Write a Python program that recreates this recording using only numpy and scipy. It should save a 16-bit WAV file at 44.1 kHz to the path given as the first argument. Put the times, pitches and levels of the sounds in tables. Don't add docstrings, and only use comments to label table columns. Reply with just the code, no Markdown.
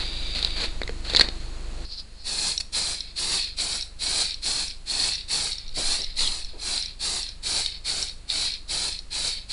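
import sys
import numpy as np
from scipy import signal
from scipy.fft import rfft, irfft
from scipy.io import wavfile

SR = 44100
rng = np.random.default_rng(int(sys.argv[2]) if len(sys.argv) > 2 else 0)


def wav_out(sig):
    wavfile.write(sys.argv[1], SR, np.round(np.clip(np.atleast_2d(sig).T, -1, 1) * 32767).astype(np.int16))


N = 419832
TIME, HZ = np.arange(N) / SR, np.fft.rfftfreq(N, 1 / SR)
CHANGE_S = 1.852

# [dB per Hz, relative]
HULL_SPECTRUM = [(60, 8), (200, 3), (480, 6.5), (1100, -1.5), (2000, 3.5), (3200, -11), (4500, -18),
                 (10000, -34)]
# [dB per Hz, relative]
SNAP_SPECTRUM = [(500, -22), (2500, -16.5), (3700, 9), (4800, 1.5), (6000, -10), (10000, -17)]
# [dB per Hz, relative]
CRACKLE_SPECTRUM = [(1200, -11), (2500, -6), (4600, -4), (5600, -15), (7400, -18), (10000, -17)]


def amp(db):
    return 10 ** (np.asarray(db) / 20)


def unit(x):
    return x / np.sqrt(np.mean(x ** 2) + 1e-20)


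def add(mix, start_s, sound):
    part = mix[max(round(start_s * SR), 0):][:len(sound)]
    part += sound[:len(part)]


def level(curve):
    return amp(np.interp(TIME, *np.transpose(curve), -120, -120))


def noise():
    return rng.standard_normal(N)


def drift(rate_hz):
    return unit(irfft(rfft(noise()) / (1 + (HZ / rate_hz) ** 4), N))


def colour(spectrum, hz, peaks=()):
    # pitch_hz [Hz], width_hz [Hz], peak_db [dB]
    port = [(2590, 330, 3.5), (4268, 940, 12), (6740, 170, 7.5), (7710, 730, 5)]
    spectrum_hz, spectrum_db = np.transpose(spectrum)
    ring_db = sum(peak / (1 + (2 * (hz - centre) / width) ** 2) for centre, width, peak in [*port, *peaks])
    return amp(np.interp(np.log(hz + 1), np.log(spectrum_hz), spectrum_db) + ring_db)


def coloured(drive, spectrum, band, peaks=()):
    bins = rfft(drive) * colour(spectrum, HZ, peaks)
    in_band = irfft(bins * (HZ > band[0]) * (HZ < band[1]), N)
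    return irfft(bins, N) / np.std(in_band)


def impulse(spectrum, peaks, size=2048):
    log_gain = np.log(colour(spectrum, abs(np.fft.fftfreq(size, 1 / SR)), peaks))
    return np.fft.ifft(np.exp(np.conj(signal.hilbert(log_gain)))).real


def burst(spectrum, decay_s, scatter, peaks=()):
    click = impulse(spectrum, peaks)
    t = np.arange(len(click)) / SR
    trail = scatter * rng.standard_normal(len(t)) * np.exp(-t / decay_s)
    sound = signal.fftconvolve(trail + (t == 0), click)
    return sound / abs(sound).max()


def snaps():
    return unit((rng.random(N) < 2000 / SR) * amp(5.6 * np.minimum(rng.exponential(1, N), 4)))


def gesture(start_s, hold_s, rise_s, fade_db_per_s, lean_db=0, sag_db=0):
    gain, first = np.zeros(N), max(int(start_s * SR), 0)
    age = np.maximum(TIME[first:first + SR] - start_s, 0)
    across = np.minimum(age / hold_s, 1)
    hold_db = lean_db * (across - .5) - sag_db * np.sin(np.pi * across) ** 2
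    fade_db = fade_db_per_s * np.maximum(age - hold_s, 0)
    gain[first:first + SR] = np.minimum(age / rise_s, 1) ** 1.41 * amp(hold_db - fade_db)
    return gain


def spray():
    # [dB per Hz, relative]
    nozzle_spectrum = [(1200, -22), (2200, -1.5), (2900, -6), (3700, 1), (5200, 0.5), (6300, -33),
                       (10000, -39)]
    splash_spectrum = [(1000, -14.5), (2200, -12), (4300, -2), (5700, 3.5), (6400, -4), (8600, 1.5)]
    rush_spectrum = [(60, -2), (150, 1.5), (400, 3), (850, -0.5), (1300, 0.5), (1800, -4.5), (4000, -10)]
    # pitch_hz [Hz], width_hz [Hz], peak_db [dB]
    cap_modes = [(3700, 300, 9), (5620, 320, 11)]
    drops_per_s, sputter_db = 170, -5.5
    nozzle, strike, full_jet = strokes()
    hiss = nozzle * coloured(noise(), nozzle_spectrum, (3000, 5500)) * amp(-1.92 + 1.6 * drift(76))
    splash = strike * coloured(noise(), splash_spectrum, (6500, 10000)) * amp(-0.5 + .5 * drift(70))
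    rush = full_jet * coloured(noise(), rush_spectrum, (300, 1500)) * amp(-9.5)
    off_hull = np.clip(1 - 2 * strike / (nozzle + 1e-9), 0, 1)
    drops = (rng.random(N) < drops_per_s / SR) * rng.uniform(-0.83, 1, N)
    drop_sound = coloured(drops, nozzle_spectrum, (3000, 5500), cap_modes)
    spatter = amp(sputter_db) * nozzle * off_hull * drop_sound
    return swept((hiss + splash + rush + spatter) * amp(0.39 * drift(31)))


def strokes():
    # [dB, mid crossing]
    stroke_table = [(2.232, 0.26, 0.29, -28.5, -33.5, 3.5, 2.5), (2.716, .21, .39, -27.5, -31.5, -7.5, 2.2),
                    (3.15, .21, 0.35, -26, -31.5, 2.5, 3), (3.562, .2, 0.27, -27, -31.5, -8.5, 4),
                    (3.981, 0.24, .35, -28, -33.5, 6, 0.5), (4.415, .215, 0.3, -27, -32, -7.5, 1.5),
                    (4.851, 0.23, .36, -28, -34.5, 5.5, -0.1), (5.274, .2, 0.62, -28, -32, -5.5, 0.5),
                    (5.735, .21, 0.38, -28, -33, 2.5, .5), (6.154, .24, 0.37, -29, -36, -15, 0),
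                    (6.565, .2, 0.34, -37, -42.5, 17, -6), (6.987, 0.2, 0.32, -28.5, -33.5, -4, 0.5),
                    (7.415, 0.19, 0.34, -28.5, -34, 3.5, -1), (7.837, .19, 0.26, -28, -33, -6.5, 2),
                    (8.269, .18, .28, -27.5, -35.5, 1.5, 1), (8.673, .21, .28, -28, -34, -4, 0.7),
                    (9.099, 0.18, .29, -26.5, -33.5, -0.5, 3.5), (9.48, .2, .3, -25.5, -33, 0, 7)]
    hiss_shape, splash_shape, rush_shape = (0.04, 78.5), (0.055, 196), (0.068, 300)
    shut_db_per_s = 188

    dab = gesture(2.6005, hold_s=0.0089, rise_s=0.0016, fade_db_per_s=2500)
    nozzle, strike, full_jet = amp(-26.5) * dab, amp(-36.5) * dab, amp(-36.5) * dab
    for start_s, on_hull_s, held_s, hiss_db, jet_db, lean_db, sag_db in stroke_table:
        valve = amp(-shut_db_per_s * np.clip(TIME - start_s - held_s, 0, 1))
        nozzle += amp(hiss_db) * gesture(start_s, on_hull_s, *hiss_shape, lean_db, sag_db) * valve
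        strike += amp(jet_db) * gesture(start_s, on_hull_s, *splash_shape, lean_db, sag_db)
        full_jet += amp(jet_db) * gesture(start_s, on_hull_s, *rush_shape, lean_db, sag_db)
    return nozzle, strike, full_jet


def swept(x):
    # delay_s [s, mean], gain [ratio]
    echoes = [(.00122, .3), (.0025, .2)]
    out = x.copy()
    for delay_s, gain in echoes:
        moving_delay = delay_s * (1 + .07 * drift(2))
        out += gain * np.interp(TIME - moving_delay, TIME, x)
    return out


def sputter():
    # [dB, before a shared trim]
    spits = [(3.5875, -14), (6.276, -11), (6.778, -10), (7.6612, -7), (8.301, -9)]
    # time_s [s], pitch_hz [Hz], level_db [dB]
    swish = [(6.171, 4100, -36), (6.22, 3800, -33), (6.275, 3310, -28.5), (6.31, 2880, -55)]
    out = np.zeros(N)
    for start_s, level_db in spits:
        add(out, start_s, amp(level_db - 3) * burst(SNAP_SPECTRUM, decay_s=0.0018, scatter=0.18))
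    time_s, pitch_hz, level_db = np.transpose(swish)
    phase = 2 * np.pi * np.cumsum(np.interp(TIME, time_s, pitch_hz)) / SR
    band = unit(drift(330) * np.cos(phase) + drift(330) * np.sin(phase))
    return out + level(np.transpose([time_s, level_db])) * band


def ball():
    # [s after the tap, 0 for none]
    taps = [(2.578, -14.5, 0), (3.006, -20.5, 0), (3.426, -22.5, 0.019), (3.8099, -21.5, 0.015),
            (4.3078, -23, 0.035), (4.6815, -27, 0.028), (5.135, -23, 0.019), (5.519, -23, 0.011),
            (5.583, -27.5, 0), (5.68, -33, 0.012), (6.0182, -21.5, 0.026), (6.4466, -29, 0),
            (6.825, -22.5, 0.034), (7.23, -25.5, .0598), (7.7007, -31, 0), (8.0265, -17.5, 0),
            (8.0853, -29, 0.0098), (8.52, -24, 0.019), (8.926, -25, 0.064)]
    # pitch_hz [Hz, before detuning], level_db [dB, relative], t60_s [s]
    can_modes = [(2950, -14.5, .02), (3840, 0, 0.023), (4200, 8.5, 0.015), (5466, 5.5, 0.015),
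                 (7600, -19.5, 0.017)]
    # time_s [s], level_db [dB]
    swirl_curve = [(1.85, -40), (1.88, -49), (1.93, -33), (1.96, -43), (2.0, -31.5), (2.04, -64),
                   (2.14, -60), (2.22, -46), (2.27, -57)]
    rebound_db = -1
    out, t = np.zeros(N), np.arange(SR // 20) / SR
    pitch_hz, mode_db, t60_s = np.transpose(can_modes)[:, :, None]
    rebounds = [(s + gap_s, level_db + rebound_db, 0) for s, level_db, gap_s in taps if gap_s > 0]
    for start_s, level_db, _ in [*taps, *rebounds]:
        spot, detune = rng.standard_normal((2, len(can_modes), 1))
        decay = amp(mode_db + 3.2 * spot - 60 * t / t60_s)
        ring = (decay * np.sin(2 * np.pi * pitch_hz * (1 + 0.013 * detune) * t)).sum(0)
        ring *= 1 - np.exp(-t / 0.00032)
        add(out, start_s, amp(level_db + 6.5) * ring / abs(ring).max())
    swirl = coloured(noise(), [(2500, -24), (4200, -5.5), (5100, -1.0), (6500, -26.5)], (3500, 6000))
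    return out + level(swirl_curve) * swirl


def tape():
    # [dB, start to end]
    tugs = [(-.02, 0.057, -33.5, -40.5, -6), (0.343, 0.051, -31, -44.5, -1), (0.416, 0.054, -39.5, -47, 1),
            (0.555, .09, -31.5, -40.5, 9), (1.037, 0.18, -32.5, -42.5, 11), (1.23, 0.042, -59, -45, 7),
            (1.3, 0.16, -50.5, -80, 1), (1.726, 0.12, -55, -70, 12)]
    glue = coloured(snaps() + noise(), CRACKLE_SPECTRUM, (3300, 5200))
    rub = coloured(noise() * amp(2.0 * drift(120)), HULL_SPECTRUM, (300, 2000))
    out = np.zeros(N)
    for start_s, length_s, crackle_db, rub_db, lean_db in tugs:
        pull = gesture(start_s, length_s, rise_s=0.011, fade_db_per_s=420, lean_db=lean_db)
        out += pull * (amp(crackle_db) * glue + amp(rub_db) * rub)
    return out


def cracks():
    # start_s [s], snap_db [dB, before a shared trim],
    # knock_db [dB, before a shared trim], knock_hz [Hz]
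    crack_table = [(0.4273, -14, -42, 3400), (0.4476, -8, -30, 3320), (0.8167, -26, -22, 2000),
                   (0.833, -23, -36, 528), (0.877, -28, -34, 2000), (0.8934, -31, -26.5, 450),
                   (1.0991, -19, -33, 3020), (1.1354, -17, -28, 506), (1.1489, -10, -17, 2590),
                   (1.1622, -4, -39, 3400), (1.168, -7, -32, 3400), (1.1735, -13, -28, 2010),
                   (1.1958, -3.5, -19, 3350), (1.2097, -2, -17, 1600), (1.2134, -3, -14, 3180),
                   (1.287, -20, -27, 2900)]
    out = np.zeros(N)
    for start_s, snap_db, knock_db, knock_hz in crack_table:
        snap = burst(SNAP_SPECTRUM, decay_s=0.0018, scatter=0.88)
        spot = [(knock_hz, 0.26 * knock_hz, 11)]
        knock = burst(HULL_SPECTRUM, decay_s=0.0019, scatter=0.27, peaks=spot)
        add(out, start_s, amp(snap_db + 3.0) * snap)
        add(out, start_s, amp(knock_db + 9.0) * knock)
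    return out


def nudges():
    # start_s [s], level_db [dB]
    nudge_table = [(1.535, -71), (1.77, -47), (5.766, -34.5), (5.98, -42.5), (6.528, -45)]
    swell = sum(amp(db) * np.interp(TIME - s, [0, .012, .08], [0, 1, 0]) for s, db in nudge_table)
    return swell * coloured(noise(), [(150, -7), (480, -1), (800, -8), (1500, -25), (4000, -51)], (200, 1500))


def thin_hiss():
    # pitch_hz [Hz], width_hz [Hz], peak_db [dB]
    hiss_modes = [(2310, 140, 9.5), (3750, 710, 11.5), (4270, 310, -12), (4730, 320, 10.5)]
    hiss = coloured(noise() + 0.78 * snaps(), CRACKLE_SPECTRUM, (3300, 5200), hiss_modes)
    return amp(-34.5) * gesture(0, hold_s=0.64, rise_s=0.0016, fade_db_per_s=140) * hiss


def room(x, t60_s):
    t = np.arange(SR // 2) / SR
    tail = rng.standard_normal(len(t)) * amp(-60 * t / t60_s) * (t > .004)
    return signal.fftconvolve(x, tail / np.linalg.norm(tail))[:N]


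def background():
    # [dB per Hz, relative]
    floor_spectrum = [(25, -5.5), (70, -11), (130, -16.5), (300, -22), (1000, -28.5), (2500, -31),
                      (4300, -34), (6500, -37.5), (10500, -34.5)]
    # pitch_hz [Hz], width_hz [Hz], peak_db [dB]
    drone_modes = [(167, 50, 4), (1525, 62, 0.5)]
    # [dB, before a trim]
    handling_curve = [(0.0, -31), (1.8, -41), (5.45, -41), (5.68, -27.5), (6.45, -28), (6.65, -39.5),
                      (9.52, -41)]
    # [s, Gaussian sigma]
    throb_table = [(-22, 0.0041), (-33, 0.0037)]
    throb_hz = 25
    early = TIME < CHANGE_S
    hiss = amp(-54) * coloured(noise(), floor_spectrum, (300, 10000), drone_modes)
    early_hiss = amp(-57.5) * coloured(noise(), [(100, 34.0), (600, 21.8), (10000, 5.0)], (6500, 10000)) * early
    sway = unit(irfft(rfft(noise()) * HZ ** 2 / (1 + (HZ / 12) ** 5), N))
    rumble = amp(-2.0) * level(handling_curve) * sway
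    offset = ((TIME - .0068) * throb_hz + .5) % 1 / throb_hz - .5 / throb_hz
    before, after = (amp(db) * np.exp(-.5 * (offset / width_s) ** 2) for db, width_s in throb_table)
    throb = np.where(early, before - before.mean(), after - after.mean()) * amp(0.51 * drift(17))
    hum = amp(-52.0) * np.sin(2 * np.pi * 333 * TIME) * early
    return hiss + early_hiss + rumble + throb + hum


def scene():
    # pitch_hz [Hz], level_db [dB]
    smear_spectrum = [(100, -14.5), (500, -19), (1500, -13), (2600, -17.5), (4300, -28.5), (6500, -14.5),
                      (10000, -19.5)]
    close = spray() + sputter() + ball() + tape() + cracks() + nudges() + thin_hiss()
    mid = close + amp(-15.5) * room(close, t60_s=0.31) + background()
    smear_hz, smear_db = np.transpose(smear_spectrum)
    smear_gain = amp(np.interp(np.log(HZ + 1), np.log(smear_hz), smear_db))
    smear = irfft(rfft(room(close, t60_s=0.011)) * smear_gain, N)
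    return np.array([amp(-0.68) * (mid + smear), amp(-0.47) * (mid - smear)])


def record(dry):
    ceiling, edge_hz = .88, 10540
    lowpass = signal.firwin(1023, edge_hz, window=("kaiser", 8), fs=SR)
    return signal.oaconvolve(np.clip(dry, -ceiling, ceiling), lowpass[None], "same", axes=1)


dry = scene()
out = record(dry)
wav_out(out)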